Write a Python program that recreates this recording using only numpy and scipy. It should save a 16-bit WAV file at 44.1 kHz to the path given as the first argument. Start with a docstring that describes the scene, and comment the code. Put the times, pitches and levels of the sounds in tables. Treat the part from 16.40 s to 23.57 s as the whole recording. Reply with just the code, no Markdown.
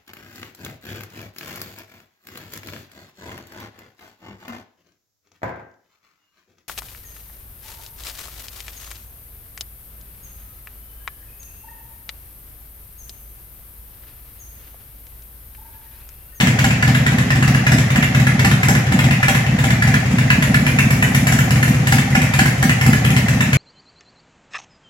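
"""A big air-cooled V-twin motorcycle idles in an open garage, a few metres from two microphones.
In each cycle the front cylinder fires, then the rear: a thump rings the pipe, gas barks and cracks, metal clacks.
The walls answer within about a tenth of a second, valves tick, and late in the cycle the intake gulps; gears rustle on.
At first the rear cylinder alternates full bangs with weak firings and misses; near 4 s it has no bangs and
the front one knocks hard; from about 5 s the bangs return, and weaken towards the end."""
import sys
import numpy as np
from scipy import signal
from scipy.fft import rfft, irfft, next_fast_len
from scipy.io import wavfile
from scipy.ndimage import map_coordinates

SR = 44100
rng = np.random.default_rng(int(sys.argv[2]) if len(sys.argv) > 2 else 0)


def master_out(mix):
    """Clip the mix to full scale and print it as 16-bit PCM to the path in sys.argv[1]."""
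    frames = np.transpose(np.atleast_2d(mix))
    ceiling = np.clip(frames, -1, 1)
    pcm = np.round(ceiling * 32767).astype(np.int16)
    wavfile.write(sys.argv[1], SR, pcm)


N = 316220

IDLE_RPM = 1002.84  # each cylinder fires once in two turns
VEE_DEG = 321  # crank angle by which the rear cylinder follows the front
FORCE_SCATTER_DB, THUMP_SCATTER_DB = 0.53, 1.04  # standard deviations: force, and thump alone
BOOM_LAG_S, KNOCK_LAG_S, GAS_LAG_S = -.00009, .00018, .00022  # by which the left microphone leads
TOP_HZ = 16050  # upper limit of the band

# Hunting of the idle: how far the crank runs ahead of a steady beat [t/s, lead/s]
IDLE_HUNT = [(0, .048), (.43, .0535), (.8, .054), (1.2, .051), (1.45, .053), (1.87, .047), (2, .041),
             (2.4, .0435), (3.2, .044), (3.55, .0505), (4.45, .0412), (4.72, .0418), (4.87, .038),
             (5.47, .038), (5.85, .0468), (6.18, .046), (6.88, .0575), (7.13, .0494)]
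# Ordinary firing of each cylinder, relative levels [thump level/dB, bark level/dB, crack level/dB, clack level/dB]
FRONT_FIRING = (-0.54, -20, -27, -23.5)
REAR_FIRING = (-0.5, -37, -52.5, -57)
# Full bang of the rear cylinder, relative levels [thump level/dB, bark level/dB, crack level/dB, clack level/dB]
REAR_BANG = (0.94, -19.5, -23, -18.5)
# Growth per dB of force [thump dB/dB, bark dB/dB, crack dB/dB, clack dB/dB]
FORCE_STEEPENING = (.05, 1, 1.3, 2.1)
# Bangs of the rear cylinder, mostly on every second cycle [t/s, force level/dB]
REAR_BANGS = [(.008, -2.5), (0.2411, -0.5), (.476, -3.5), (0.7193, -7.5), (.956, -6), (1.077, -4.5),
              (1.317, -1), (1.5578, -1.5), (1.798, -7.5), (2.046, 0), (2.2834, -0.2), (2.521, -3),
              (2.6409, -5), (2.8815, 1), (3.239, -2.5), (3.473, -2.5), (3.712, -10), (4.921, -2.5),
              (5.158, -8), (5.278, -8), (5.5218, 0), (5.7495, 1.1), (5.9893, 2), (6.226, -1), (6.462, -3),
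              (6.702, -5.5), (6.936, -12.5)]
# Spent gas left by a bang weakens the next thump of each cylinder [front change/dB, rear change/dB]
SPENT_GAS = (-0.6, -3)
# Misses of the rear cylinder, holes in the beat [t/s, change of thump level/dB]
REAR_MISSES = [(.12, -15), (.36, -4), (1.2, -8), (1.44, -14), (2.16, -6), (2.4, -27), (2.76, -12), (3, -22),
               (5.87, -5), (6.11, -11), (6.35, -19)]
# Hard knocks of the front cylinder [t/s, extra bark level/dB, extra clack level/dB]
FRONT_KNOCKS = [(.425, 3.5, 7.5), (0.547, -2.5, 5), (.904, 3, -1), (1.2658, 0.5, 5.5), (1.8674, -1.5, 6.5),
                (2.231, 3.5, -2), (2.5897, 2.5, 1), (2.8283, 1.5, 8.5), (3.4215, -1.5, 5.5),
                (3.5399, 1.5, 7), (3.902, 7, 8), (4.1426, -2.5, 10), (4.3869, 2, 4), (4.6248, 3, 3),
                (4.8686, 3.5, -2), (5.2275, -2, 5.5), (6.2932, 3, 2), (6.5294, 0.5, 6), (7.0065, 4.5, -1)]
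# Puffs of the front cylinder [t/s, force level/dB]
FRONT_PUFFS = [(1.383, -1), (1.503, -4), (2.467, -8), (3.065, -4.5), (3.657, -9.5), (3.7833, -1.5),
               (5.1062, -1.5), (5.344, -8.5), (5.4698, -0.5), (5.703, -9.5), (6.179, -15), (6.883, -1.5)]
# Slow swell and sag of the thump [t/s, change of level/dB]
THUMP_SWELL = [(0, -0.3), (1.8, -0.4), (3.4, -0.7), (4, 0.2), (4.8, .8), (5.6, -1), (6.6, -0.3), (7, 1.2)]
# Resonances of the two exhaust pipes [f/Hz, width/Hz, relative level/dB]
FRONT_COLUMN = [(104.5, 29, 11.5), (137.7, 28, 11.4), (185, 13, 3.5), (245.5, 12, -1.5)]
REAR_COLUMN = [(112, 90, 7.9), (165, 71, 15.9), (177, 48, 15), (255, 13, 6.5)]
# Echoes of the thump from floor, walls and ceiling [delay t/s, gain]
WALL_ECHOES = [(0.0023, 0.58), (0.0143, 0.63), (0.0169, 0.81), (0.023, 1.2), (0.0282, 0.81), (0.0318, 0.68),
               (0.05, 0.69), (0.0561, 0.6), (0.064, 0.5), (0.0716, 0.32), (0.0766, 0.3), (0.081, 0.31),
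               (0.0914, 0.19), (0.1054, 0.26)]
# Spectra of the gas noises [f/Hz, relative level/dB]
BURBLE_SPECTRUM = [(160, -21), (250, 5.5), (325, 0.5), (420, -2.5), (505, 0.5), (570, -17), (650, 4.5),
                   (900, -28)]
BARK_SPECTRUM = [(300, -20), (560, -27), (770, -10), (900, -12), (1030, -19.5), (1180, -7), (1420, -6.5),
                 (1740, 1.5), (2100, 2), (2650, -0.5), (3400, -16), (5000, -23), (9000, -31)]
CRACK_SPECTRUM = [(1800, -0.5), (3200, 5), (4200, -3), (5500, 0.5), (6300, -1), (7400, 3.5), (8900, -8),
                  (10800, 2), (13200, -7.5), (16000, -7)]
# Spectrum of the air drawn through the filter box [f/Hz, relative level/dB]
INTAKE_SPECTRUM = [(350, -42), (640, 13), (780, 28), (1000, -16), (2000, -55)]
# Spectrum of the gears and chain [f/Hz, relative level/dB]
GEAR_SPECTRUM = [(30, -6), (200, -16), (500, 11), (1000, 3.5), (2000, 9.5), (4000, -6), (7000, -4),
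                 (9000, -19), (11000, -9.5), (16000, -34)]
# Modes of the cooling fins and cases [f/Hz, relative level/dB, T60 t/s]
FIN_MODES = [(1005, -30, 0.44), (1832, 8.5, 0.059), (1600, -21, 0.2), (1860, 5, .2), (2026, 10, 0.11),
             (2322, 0, 0.83), (2630, -26, 0.24)]
# Reverberation time of the garage [f/Hz, T60 t/s]
GARAGE_T60 = [(150, 1), (600, 0.75), (2000, 0.43), (6000, 0.42), (14000, 0.35)]
# Colour of the two microphones [f/Hz, left minus right level/dB]
MICROPHONES = [(80, .1), (115, 1), (170, .2), (250, -.7), (320, -2.7), (470, -2), (670, 2.5), (850, 0),
               (1020, 2), (1790, -2), (2740, 1.5), (4190, 7), (6410, 7.5), (8200, 7.5), (9810, 2.5),
               (14000, -2)]
# Slow drift of the top treble [t/s, level/dB]
TREBLE_DRIFT = [(0, -4), (1.2, -4.5), (2.501, -4), (3.799, -3), (4.8, 3), (5.8, -1.5), (6.5, -0.5),
                (7.17, -1.5)]


def firings():
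    """Crank kinematics: one row [t/s, thump, bark, crack, clack level/dB] for each firing, front and rear."""
    cycle_s = 2 * 60 / IDLE_RPM
    beat = np.arange(0, N / SR + cycle_s / 2, cycle_s)
    front_s = beat - np.interp(beat, *np.transpose(IDLE_HUNT))
    rear_s = front_s + cycle_s * VEE_DEG / 720
    steepening = np.array(FORCE_STEEPENING)
    chance = rng.standard_normal((len(beat), 4))
    front = FRONT_FIRING + FORCE_SCATTER_DB * np.outer(chance[:, 0], steepening)
    rear = REAR_FIRING + FORCE_SCATTER_DB * np.outer(chance[:, 1], steepening)

    def nearest(times, s):
        """Least distance in time selects the firing."""
        return np.argmin(np.abs(times - s))

    # A later event that sets a whole firing replaces what an earlier one gave it.
    for s, force_db in REAR_BANGS:
        k = nearest(rear_s, s)
        rear_s[k] = s
        rear[k] = REAR_BANG + force_db * steepening
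        front[k + 1, 0] += SPENT_GAS[0]
        rear[k + 1, 0] += SPENT_GAS[1]
    for s, hole_db in REAR_MISSES:
        rear[nearest(rear_s, s), 0] += hole_db
    for s, bark_db, clack_db in FRONT_KNOCKS:
        k = nearest(front_s, s)
        front_s[k] = s
        front[k] = np.add(FRONT_FIRING, (-1.45, bark_db, 0, clack_db))  # a knock thumps a little less
    for s, force_db in FRONT_PUFFS:
        k = nearest(front_s, s)
        front_s[k] = s
        front[k] = FRONT_FIRING + force_db * steepening

    swell_db = np.interp(beat, *np.transpose(THUMP_SWELL))
    front[:, 0] += swell_db + THUMP_SCATTER_DB * chance[:, 2]
    rear[:, 0] += swell_db + THUMP_SCATTER_DB * chance[:, 3]
    return np.column_stack([front_s, front]), np.column_stack([rear_s, rear])


def boom(front, rear):
    """Specular reflection: hard walls repeat both pipes' thumps into a rolling beat."""
    front_thumps = thumps(front, FRONT_COLUMN, db=31.5, lead_s=.002, cut_hz=55)
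    rear_thumps = thumps(rear, REAR_COLUMN, db=31.5, lead_s=.0029, cut_hz=55)
    pipes = front_thumps + rear_thumps
    walls = impulses(*np.transpose(WALL_ECHOES))[:SR // 4]
    echoed = pipes + signal.fftconvolve(pipes, walls)[:N]
    return two_ears(echoed, BOOM_LAG_S) + amp(-13) * garage(pipes, build_s=.04, alike_hz=1800)


def thumps(strokes, pipe, db, lead_s, cut_hz):
    """Air-column resonance: each firing kicks the modes of a pipe whose open end radiates little deep bass."""
    s, thump_db = np.transpose(strokes)[:2]

    def radiated(f):
        """Modal sum: resonances of alternating sign, through a second-order bass cut."""
        column = 0
        for k, (centre, width, level_db) in enumerate(pipe):
            mode = 1j * f * width / (centre * centre - f * f + 1j * f * width)
            column = column + (-1) ** k * amp(level_db) * mode
        return column * (1j * f / (1j * f + cut_hz)) ** 2

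    return filtered(impulses(s - lead_s, amp(thump_db + db)), radiated)


def blowdown(front, rear):
    """Jet noise: hot gas tears out as a low burble, a mid bark and a short gritty crack."""
    s, thump_db, bark_db, crack_db, _ = np.transpose(np.vstack([front, rear]))
    burble = noise(BURBLE_SPECTRUM) * bursts(s - .002, 1.27 * thump_db - 29.5, rise_s=.0025, fall_s=.0094)
    bark = noise(BARK_SPECTRUM) * bursts(s - .001, bark_db + 5.5, rise_s=.0016, fall_s=.0043)
    gritty = noise(CRACK_SPECTRUM) * grain(depth_db=4.2, rate_hz=1800)
    crack = gritty * bursts(s - .0005, crack_db + 6.5, rise_s=.0035, fall_s=.0035)
    low_tail = garage(amp(3) * burble, build_s=.0071, alike_hz=1310)
    treble = amp(2.5) * bark + amp(4.0) * crack
    high_tail = varied_tails(treble, front[:, 0], build_s=.0039, alike_hz=1110, count=12)
    return two_ears(burble + bark + crack, GAS_LAG_S) + low_tail + high_tail


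def knocks(front, rear):
    """Structural resonance: firings clack in the metal; the rear's hollow knock grows faster than its bark."""
    s, _, bark_db, _, clack_db = np.transpose(np.vstack([front, rear]))
    clack = pings(s, clack_db + 6.5, hz=1735, scatter=.02, glide=.08, rise_s=.003, fall_s=.008)
    clack = clack + pings(s, clack_db + 1, hz=2030, scatter=.02, glide=.05, rise_s=.003, fall_s=.012)
    clack = clack + pings(s, clack_db, hz=1444, scatter=.019, glide=.27, rise_s=.0076, fall_s=.0034)
    clack = clack + pings(s, bark_db - 7, hz=1020, scatter=.015, glide=.1, rise_s=.002, fall_s=.008)
    rear_s, rear_bark_db = rear[:, 0], rear[:, 2]
    hollow = pings(rear_s, 1.5 * rear_bark_db + 10.5, hz=772, scatter=.016, glide=.05, rise_s=.002, fall_s=.018)
    both = clack + hollow
    back_wall = amp(-10) * filtered(both, lambda hz: delay(hz, .023))
    direct = amp(-0.5) * two_ears(both + back_wall, KNOCK_LAG_S)
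    return direct + amp(-7.0) * garage(both, build_s=.004, alike_hz=1280)


def chuffs(front, rear):
    """Wave steepening: a higher chuff returns off the back wall and grows faster than the thump."""
    s, thump_db = np.transpose(np.vstack([front, rear]))[:2]
    back_wall_s = .026
    chuff = pings(s + back_wall_s, 1.6 * thump_db - 16.5, hz=205, scatter=.06, glide=.2, rise_s=.004, fall_s=.008)
    return two_ears(chuff, BOOM_LAG_S) + amp(-6) * garage(chuff, build_s=.028, alike_hz=1480)


def intake(front):
    """Flow noise: late in every cycle the engine gulps air through its filter box."""
    levels_db = np.full(len(front), -32)
    gulp = noise(INTAKE_SPECTRUM) * bursts(front[:, 0] + .081, levels_db, rise_s=.017, fall_s=.011)
    return two_ears(gulp, GAS_LAG_S) + amp(-11.5) * garage(gulp, build_s=.0058, alike_hz=1300)


def machinery(front):
    """Impact excitation: valves tick three times a cycle and ring the fins; gears and chain rustle steadily."""
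    cycle = front[:, 0]
    seats = np.concatenate([cycle + .02173, cycle + .05, cycle + .096])
    seat_db = rng.normal(0, 2.5, len(seats))
    ticks = rng.standard_normal(N) * bursts(seats, seat_db, rise_s=.0007, fall_s=.002)
    t = np.arange(SR // 2) / SR
    ring = sum(amp(db - 60 * t / t60) * np.sin(2 * np.pi * hz * t) for hz, db, t60 in FIN_MODES)
    fins = amp(-36) * unit(signal.fftconvolve(ticks, ring)[:N])
    tappets = amp(-53) * unit(filtered(ticks, lambda hz: amp(along(CRACK_SPECTRUM, hz))))
    metal = fins + tappets
    gears = amp(-28.5) * noise(GEAR_SPECTRUM, channels=2)
    return metal + amp(-2.5) * garage(metal, build_s=.026, alike_hz=1300) + gears


def varied_tails(x, starts, build_s, alike_hz, count):
    """Diffuse reverberation: the treble's tail varies in fine detail by cycle, picked at random from several."""
    cycle = np.searchsorted((starts - .005) * SR, np.arange(N))
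    pick = rng.integers(count, size=len(starts) + 1)[cycle]
    return sum(garage(x * (pick == k), build_s, alike_hz) for k in range(count))


def garage(x, build_s, alike_hz):
    """Diffuse field: reverberation builds up, decays by band, and is alike at both microphones in the bass."""
    hz, t, z = signal.stft(rng.standard_normal((2, SR // 2)), SR, nperseg=256)
    decay = amp(-60 * t / along(GARAGE_T60, hz)[:, None])
    z = z * decay * (1 - np.exp(-(t / build_s) ** 2))
    # This mix of middle and side gives a coherence of sinc(f / alike_hz).
    turn = np.arccos(np.sinc(hz / alike_hz))[:, None] / 2
    mid, side = signal.istft(z * np.array([np.cos(turn), np.sin(turn)]), SR, nperseg=256)[1]
    tail = np.array([mid + side, mid - side])
    return signal.fftconvolve(np.atleast_2d(x), tail / np.linalg.norm(tail[0]), axes=1)[:, :N]


def two_ears(x, lag_s):
    """Time difference of arrival: direct sound reaches the left microphone lag_s before the right."""
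    return filtered(x, lambda hz: np.array([delay(hz, -lag_s / 2), delay(hz, lag_s / 2)]))


def pings(times, db, hz, scatter, glide, rise_s, fall_s):
    """Damped oscillation: each short ring glides up to a note that scatters a little in pitch."""
    t = np.arange(SR // 12) / SR
    shape = swell_and_die(t, rise_s, fall_s)
    out = np.zeros(N + SR)
    for s, level, chance in zip(times, db, rng.standard_normal((len(times), 2))):
        pitch = hz * np.exp(scatter * chance[0]) * (1 - glide * np.exp(-t / 0.0022))
        turns = np.cumsum(pitch) / SR + chance[1]  # random starting phase
        if s > 0:
            out[round(s * SR):][:len(t)] += amp(level) * shape * np.sin(2 * np.pi * turns)
    return out[:N]


def bursts(times, db, rise_s, fall_s):
    """Superposition: an envelope that swells and dies once at each time."""
    shape = swell_and_die(np.arange(SR // 10) / SR, rise_s, fall_s)
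    return signal.fftconvolve(impulses(times, amp(db)), shape)[:N]


def swell_and_die(t, rise_s, fall_s):
    """Transient envelope: smooth onset and exponential decay, with peak 1."""
    shape = (1 - np.exp(-(t / rise_s) ** 2)) * np.exp(-t / fall_s)
    return shape / shape.max()


def impulses(times, gains):
    """Impulse excitation: one spike of the given size at each time."""
    return np.bincount(np.clip(np.round(times * SR).astype(int), 0, N), gains, N + 1)[:N]


def noise(spectrum, channels=1):
    """Spectral shaping: coloured noise of rms 1."""
    return unit(filtered(rng.standard_normal((channels, N)), lambda hz: amp(along(spectrum, hz))))


def grain(depth_db, rate_hz):
    """Amplitude modulation: a fast random flutter of rms 1 that breaks a hiss into crackles."""
    knots = rng.standard_normal(int(N * rate_hz / SR) + 4)
    flutter = map_coordinates(knots, [np.arange(N) * rate_hz / SR], order=1)
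    return unit(amp(depth_db * flutter))


def filtered(x, response):
    """Linear filtering: the spectrum of x times a complex response of frequency."""
    size = next_fast_len(N + SR // 2)
    return irfft(rfft(x, size) * response(np.fft.rfftfreq(size, 1 / SR)), size)[..., :N]


def delay(hz, s):
    """Linear phase: the response of a pure delay."""
    return np.exp(-2j * np.pi * hz * s)


def along(points, hz):
    """Logarithmic interpolation: [f/Hz, value] points read on a log axis."""
    f, v = np.transpose(points)
    return np.interp(np.log(hz + 1), np.log(f + 1), v)


def amp(db):
    """Level law: decibels to amplitude gain."""
    return 10 ** (np.asarray(db) / 20)


def unit(x):
    """Normalisation: scale to rms 1."""
    return x / np.sqrt(np.mean(x ** 2) + 1e-20)


def scene():
    """Superposition: the whole engine in its garage."""
    front, rear = firings()
    exhaust = boom(front, rear) + chuffs(front, rear) + blowdown(front, rear)
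    return exhaust + knocks(front, rear) + intake(front) + machinery(front)


def record(dry):
    """Transduction: each microphone colours the sound, the top treble drifts, peaks clip, the top is cut."""
    heard = filtered(dry, lambda hz: amp(np.outer([1, -1], along(MICROPHONES, hz)) / 2))
    top = filtered(heard, lambda hz: 1 - 1 / (1 + (hz / 7000) ** 6))
    drift = amp(np.interp(np.arange(N) / SR, *np.transpose(TREBLE_DRIFT)))
    heard = heard + top * (drift - 1)
    return filtered(np.clip(heard, -1, 1), lambda hz: hz < TOP_HZ)


dry = scene()
out = record(dry)
master_out(out)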